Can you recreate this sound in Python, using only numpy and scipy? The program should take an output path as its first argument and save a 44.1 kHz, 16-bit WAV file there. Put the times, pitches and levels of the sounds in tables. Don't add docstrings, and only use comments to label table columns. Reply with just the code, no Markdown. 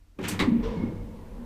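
import sys
import numpy as np
from scipy import signal
from scipy.fft import rfft, irfft, next_fast_len
from scipy.io import wavfile
from scipy.ndimage import map_coordinates

SR = 44100
rng = np.random.default_rng(int(sys.argv[2]) if len(sys.argv) > 2 else 0)


def store_pcm(level_fs):
    pcm = np.round(np.clip(level_fs, -1, 1) * 32767).astype(np.int16)
    wavfile.write(sys.argv[1], SR, np.atleast_2d(pcm).T)


N = 63945

# f/Hz, level/dB
HUM_TONES = [(37.7, -60.5), (86.1, -64), (301.5, -77)]
# f/Hz, level/dB
FLOOR_SPECTRUM = [(18, -36), (30, 4), (92, -22.5), (129, -45), (296, -36), (460, -28), (6530, -40.5),
                  (15000, -46.5)]
# t/s, rumble/dB, body drone/dB, rolling/dB
RIDE_LEVELS = [(.15, -59, -71, -100), (0.21, -52, -42, -40), (.40, -63, -34.5, -46), (.58, -55, -33.5, -47),
               (.67, -33.5, -38, -38.5), (.75, -39, -34.5, -41), (0.851, -40, -30, -42),
               (.94, -45, -36.5, -46), (1.02, -34.5, -42.5, -49), (1.11, -48, -42.5, -50.5),
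               (1.27, -43.5, -48.5, -50.5), (1.35, -40.5, -46, -51), (1.44, -43.5, -48.5, -49)]
# f/Hz, level/dB
RUMBLE_SPECTRUM = [(15, -14), (28, -5), (38, -5.5), (47, -1), (62, -10.5), (90, -19), (200, -78.5)]
DRONE_SPECTRUM = [(50, -20), (70, -22), (88, 7), (106, -3), (122, -7.5), (140, -1.5), (170, 0.5), (190, -1),
                  (208, 5), (238, 3), (268, -6.5), (302, -1.5), (345, -10), (450, -15.5), (900, -78)]
ROLLING_SPECTRUM = [(200, -3), (350, -12.5), (385, 1.5), (420, -5.5), (480, 3), (560, -3.5), (740, -12),
                    (880, -7.5), (980, -8), (1300, -18), (2200, -22.5), (4000, -32), (8000, -50),
                    (15000, -64)]
RUSH_SPECTRUM = [(400, -27), (700, -20), (965, 8), (1150, -8), (1500, -8.5), (2500, -13.5), (3100, -10.5),
                 (4500, -19.5), (5600, -18.5), (6500, -26.5), (8000, -32), (12000, -48)]
# f/Hz, level/dB
KNOCK_SPECTRUM = [(40, -34.5), (75, -28), (103, -7), (124, -25.5), (180, 5.5), (250, -3), (303, 6.5),
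                  (345, -9), (385, 7), (450, -24), (530, -4), (720, -27), (940, -9.5), (2000, -45.5)]
LINKAGE_SPECTRUM = [(290, -21), (600, -5), (1500, 3.5), (2500, 4.5), (3400, -1), (4600, -11), (7000, -15),
                    (10000, -28), (15000, -34.5)]
# t/s, level/dB, tilt/(dB per octave), panel knock/dB
RATTLES = [(0.1869, -43, -3.5, -31.5), (0.238, -34, 1, -42), (0.248, -34.5, 1, -60), (0.272, -34, 0.5, -56),
           (0.311, -36.5, 7, -50.5), (0.334, -37, -4, -44)]
# t/s, level/dB
SCRAPE_LEVELS = [(.21, -59), (0.233, -45.5), (.255, -53), (0.281, -57), (.31, -87)]
# f/Hz, t60/s
CAR_DECAY = [(100, 0.87), (300, 0.52), (1000, 0.3), (2500, 0.16), (6000, 0.21), (14000, 0.14)]
# f/Hz, level/dB
SHAFT_ECHO = [(300, -24.5), (2500, -17), (5000, -31), (12000, -27.5)]
# peak t/s, f/Hz, level/dB, rise/s, fall/s
SWELLS = [(.265, 103.6, -37.5, 0.038, 0.12), (0.291, 300.2, -42.5, 0.024, 0.08),
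          (0.334, 190, -31.5, 0.019, 0.039), (.425, 393.8, -32, 0.026, 0.074),
          (0.465, 97, -39.5, 0.068, 0.065), (.748, 451.8, -38.5, 0.028, 0.043),
          (.67, 44.2, -33, 0.092, 0.11), (0.792, 175.4, -32.5, 0.018, 0.03),
          (.87, 478.9, -46.5, 0.058, 0.16), (.96, 100.3, -43.5, 0.18, 0.21), (1.421, 238, -38, 0.032, 0.02)]
WHISTLE = (.625, 12300, -73.5, .07, .055)
# f/Hz, level/dB
LATCH_SPECTRUM = [(880, -6), (1500, -2.5), (3930, -.5), (7010, -3), (8180, 2), (8830, -2), (15000, -6)]
BOLT_SPECTRUM = [(300, -3.5), (560, -16.5), (730, -10.5), (1100, -3), (1500, -12.5), (2000, -2.5),
                 (2500, -9), (3200, -13), (3800, -10), (4700, -17), (5400, -26.5), (8100, -28.5),
                 (10000, -37.5), (15000, -40.5)]
# f/Hz, level/dB, t60/s
LATCH_MODES = [(2019, -13, .08), (8290, -8, .11)]
STEEL_MODES = [(1046, -16, 0.208), (1123, -5.5, 0.095), (1966, 0, 0.11), (2077, -5, 0.12),
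               (2210, -0.5, 0.14), (2780, -11.5, 0.074), (3604, -8.5, 0.094), (3885, -5.5, .09),
               (8000, -21, 0.15)]
PANEL_MODES = [(105, -24, .4), (174.4, -19, .58), (210, -12.5, .31), (235.5, 0, .32), (258, -24, .48),
               (277, -13.4, .28), (300, -18.8, .58), (392, -26.7, .58)]
# t/s, level/dB, tilt/(dB per octave), panel knock/dB, crack/dB
BOLT_BLOWS = [(.392, -26.5, 1.87, -30.5, -28), (.4012, -25, 0, -25.5, -25),
              (0.425, -40.5, -4.5, -37.5, -23)]
# t/s, level/dB, rise/s, ring length/ratio, starting pitch offset/share
JOLTS = [(.4745, .3, .0105, .2, .07), (.5165, -13, .006, 1.3, -.12), (.8345, -18, .0045, .4, .08)]
# t/s, f/Hz, level/dB
WHINE_TRACK = [(.635, 443.6, -38), (0.664, 451.3, -31.5), (.7, 471.7, -41.5), (0.738, 505, -48),
               (.82, 530, -55)]
# t/s, level/dB, half length/s
BRAKE_RUBS = [(.777, -52, .008), (.798, -54, .009), (.824, -48, .009), (.838, -54, .007), (.869, -55, .008),
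              (.889, -58, .013), (.92, -67, .025), (.972, -66, .014), (1.015, -63, .013), (1.12, -69, .03)]

FIRST_KNOCK_S, MOTOR_START_S = RATTLES[0][0], .623
LN_1000 = np.log(1000)


def amp(db):
    return 10 ** (np.asarray(db) / 20)


def unit(x):
    return x / np.sqrt(np.mean(x ** 2) + 1e-20)


def along(points, hz):
    f, values = np.transpose(points)
    return np.interp(np.log(hz + 1), np.log(f + 1), values)


def since(s):
    return np.maximum(np.arange(N) / SR - s, 0)


def wobble(rate):
    knots = rng.standard_normal(int(N * rate / SR) + 4)
    return map_coordinates(knots, [np.arange(N) * rate / SR])


def wavering_phase(hz, waver_hz, rate):
    return 2 * np.pi * np.cumsum(hz + waver_hz * wobble(rate)) / SR


def filtered(x, response):
    size = next_fast_len(N + SR // 2)
    return irfft(rfft(x, size) * response(np.fft.rfftfreq(size, 1 / SR)), size)[:N]


def noise(colour, tilt_db=0):
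    white = rng.standard_normal(N)
    return unit(filtered(white, lambda hz: amp(along(colour, hz) + tilt_db * np.log2(np.maximum(hz, 1)))))


def even_noise(colour, tilt_db=0, size=1500):
    x = noise(colour, tilt_db)
    window = np.hanning(size)
    power = signal.fftconvolve(x ** 2, window / window.sum(), mode="same")
    return unit(x / np.sqrt(np.abs(power) + .05))


def background():
    hum = sum(amp(db) * np.sqrt(2) * np.sin(wavering_phase(hz, 0.14, rate=5.7)) for hz, db in HUM_TONES)
    return hum + amp(-63) * noise(FLOOR_SPECTRUM)


def ride(rush_rise_s=.017, rush_t60=0.71):
    times, *levels = np.transpose(RIDE_LEVELS)
    rumble, drone, rolling = [amp(np.interp(since(0), times, db)) for db in levels]
    t = since(MOTOR_START_S)
    surge = np.minimum(t / rush_rise_s, 1) * np.exp(-LN_1000 * t / rush_t60)
    rush = amp(-40) * surge * noise(RUSH_SPECTRUM)
    hiss = noise([(1000, 3.5), (5000, 0), (15000, -4.5)])
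    air = amp(-66.5) * np.minimum(since(FIRST_KNOCK_S) / .05, 1) * hiss
    body = rumble * even_noise(RUMBLE_SPECTRUM) + drone * even_noise(DRONE_SPECTRUM)
    return body + rolling * noise(ROLLING_SPECTRUM) + rush + air


def slack(t20=0.012):
    gap_s = np.abs(since(0) - FIRST_KNOCK_S)
    return amp(-46.5 - 20 * gap_s / t20) * even_noise(KNOCK_SPECTRUM)


def die_away(x, s, shaft_t60=0.92, attack_s=0.0016):
    hz, t, bands = signal.stft(x, SR, nperseg=256)
    age = np.maximum(t - s, 0)
    car = amp(-60 * age / along(CAR_DECAY, hz)[:, None])
    shaft = amp(along(SHAFT_ECHO, hz)[:, None] - 60 * age / shaft_t60)
    faded = signal.istft(bands * np.hypot(car, shaft), SR, nperseg=256)[1][:N]
    return faded * (1 - np.exp(-since(s) / attack_s))


def clatter(colour, s, db, tilt_db, knock_db):
    part = amp(db) * even_noise(colour, tilt_db, size=200)
    panels = amp(knock_db) * even_noise(KNOCK_SPECTRUM)
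    return die_away(part + panels, s)


def linkage():
    slide_db = np.interp(since(0), *np.transpose(SCRAPE_LEVELS), left=-120, right=-120)
    stick_slip_db = 2 * wobble(rate=300)
    knocks = sum(clatter(LINKAGE_SPECTRUM, *rattle) for rattle in RATTLES)
    return knocks + amp(slide_db + stick_slip_db) * noise(LINKAGE_SPECTRUM, tilt_db=5.5)


def resonances(flutter_db=1.1):
    t, out = since(0), np.zeros(N)
    for s, hz, db, rise, fall in SWELLS + [WHISTLE]:
        swell = np.where(t < s, np.exp(-((t - s) / rise) ** 2), np.exp(-since(s) / fall))
        level = amp(db + flutter_db * wobble(rate=32.8)) * swell
        out += np.sqrt(2) * level * np.sin(wavering_phase(hz, 0.0059 * hz, rate=60))
    return out


def ring(modes, s, length=1, scatter_db=2, bend=0, settle_s=.012):
    t = since(s)
    phase_per_hz = 2 * np.pi * (t + bend * settle_s * (1 - np.exp(-t / settle_s)))
    out = np.zeros(N)
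    for hz, db, t60 in modes:
        decay = np.exp(-LN_1000 * t / (t60 * length))
        out += amp(db + scatter_db * rng.normal()) * decay * np.sin(hz * phase_per_hz)
    return out


def latch(s=.2823):
    return amp(-28.5) * (die_away(noise(LATCH_SPECTRUM), s) + ring(LATCH_MODES, s))


def bolt(crack_t60=0.017, steel_db=-4):
    out = np.zeros(N)
    for s, db, tilt_db, knock_db, crack_db in BOLT_BLOWS:
        contact = (since(s) > 0) * np.exp(-LN_1000 * since(s) / crack_t60)
        crack = amp(crack_db) * contact * even_noise(BOLT_SPECTRUM, tilt_db, size=200)
        steel = amp(db + steel_db) * ring(STEEL_MODES, s)
        out += crack + steel + clatter(BOLT_SPECTRUM, s, db, tilt_db, knock_db)
    return out


def panel_thumps():
    out = np.zeros(N)
    for s, db, rise, length, bend in JOLTS:
        onset = np.minimum(since(s) / rise, 1) ** 2
        out += amp(db) * onset * ring(PANEL_MODES, s, length, scatter_db=.5, bend=bend)
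    return out


def motor_whine(rise_s=0.01):
    times, hz, db = np.transpose(WHINE_TRACK)
    onset = np.minimum(since(MOTOR_START_S) / rise_s, 1)
    level = amp(np.interp(since(0), times, db, right=-120)) * onset
    phase = 2 * np.pi * np.cumsum(np.interp(since(0), times, hz)) / SR
    return np.sqrt(2) * level * np.sin(phase)


def brake_squeal(octave_fade_s=.035):
    phase = wavering_phase(hz=2172, waver_hz=16.5, rate=120)
    level = sum(amp(db) * np.exp(-((since(0) - s) / half) ** 2) for s, db, half in BRAKE_RUBS)
    octave = amp(-11) * np.exp(-since(BRAKE_RUBS[0][0]) / octave_fade_s)
    return np.sqrt(2) * level * (np.sin(phase) + octave * np.sin(2 * phase))


def scene():
    return (background() + ride() + slack() + linkage() + resonances() + latch() + bolt()
            + panel_thumps() + motor_whine() + brake_squeal())[None]


def record(dry):
    top_hz, edge_hz = 15120, 50
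    return filtered(dry[0], lambda hz: (1 - np.tanh((hz - top_hz) / edge_hz)) / 2)[None]


dry = scene()
out = record(dry)
store_pcm(out)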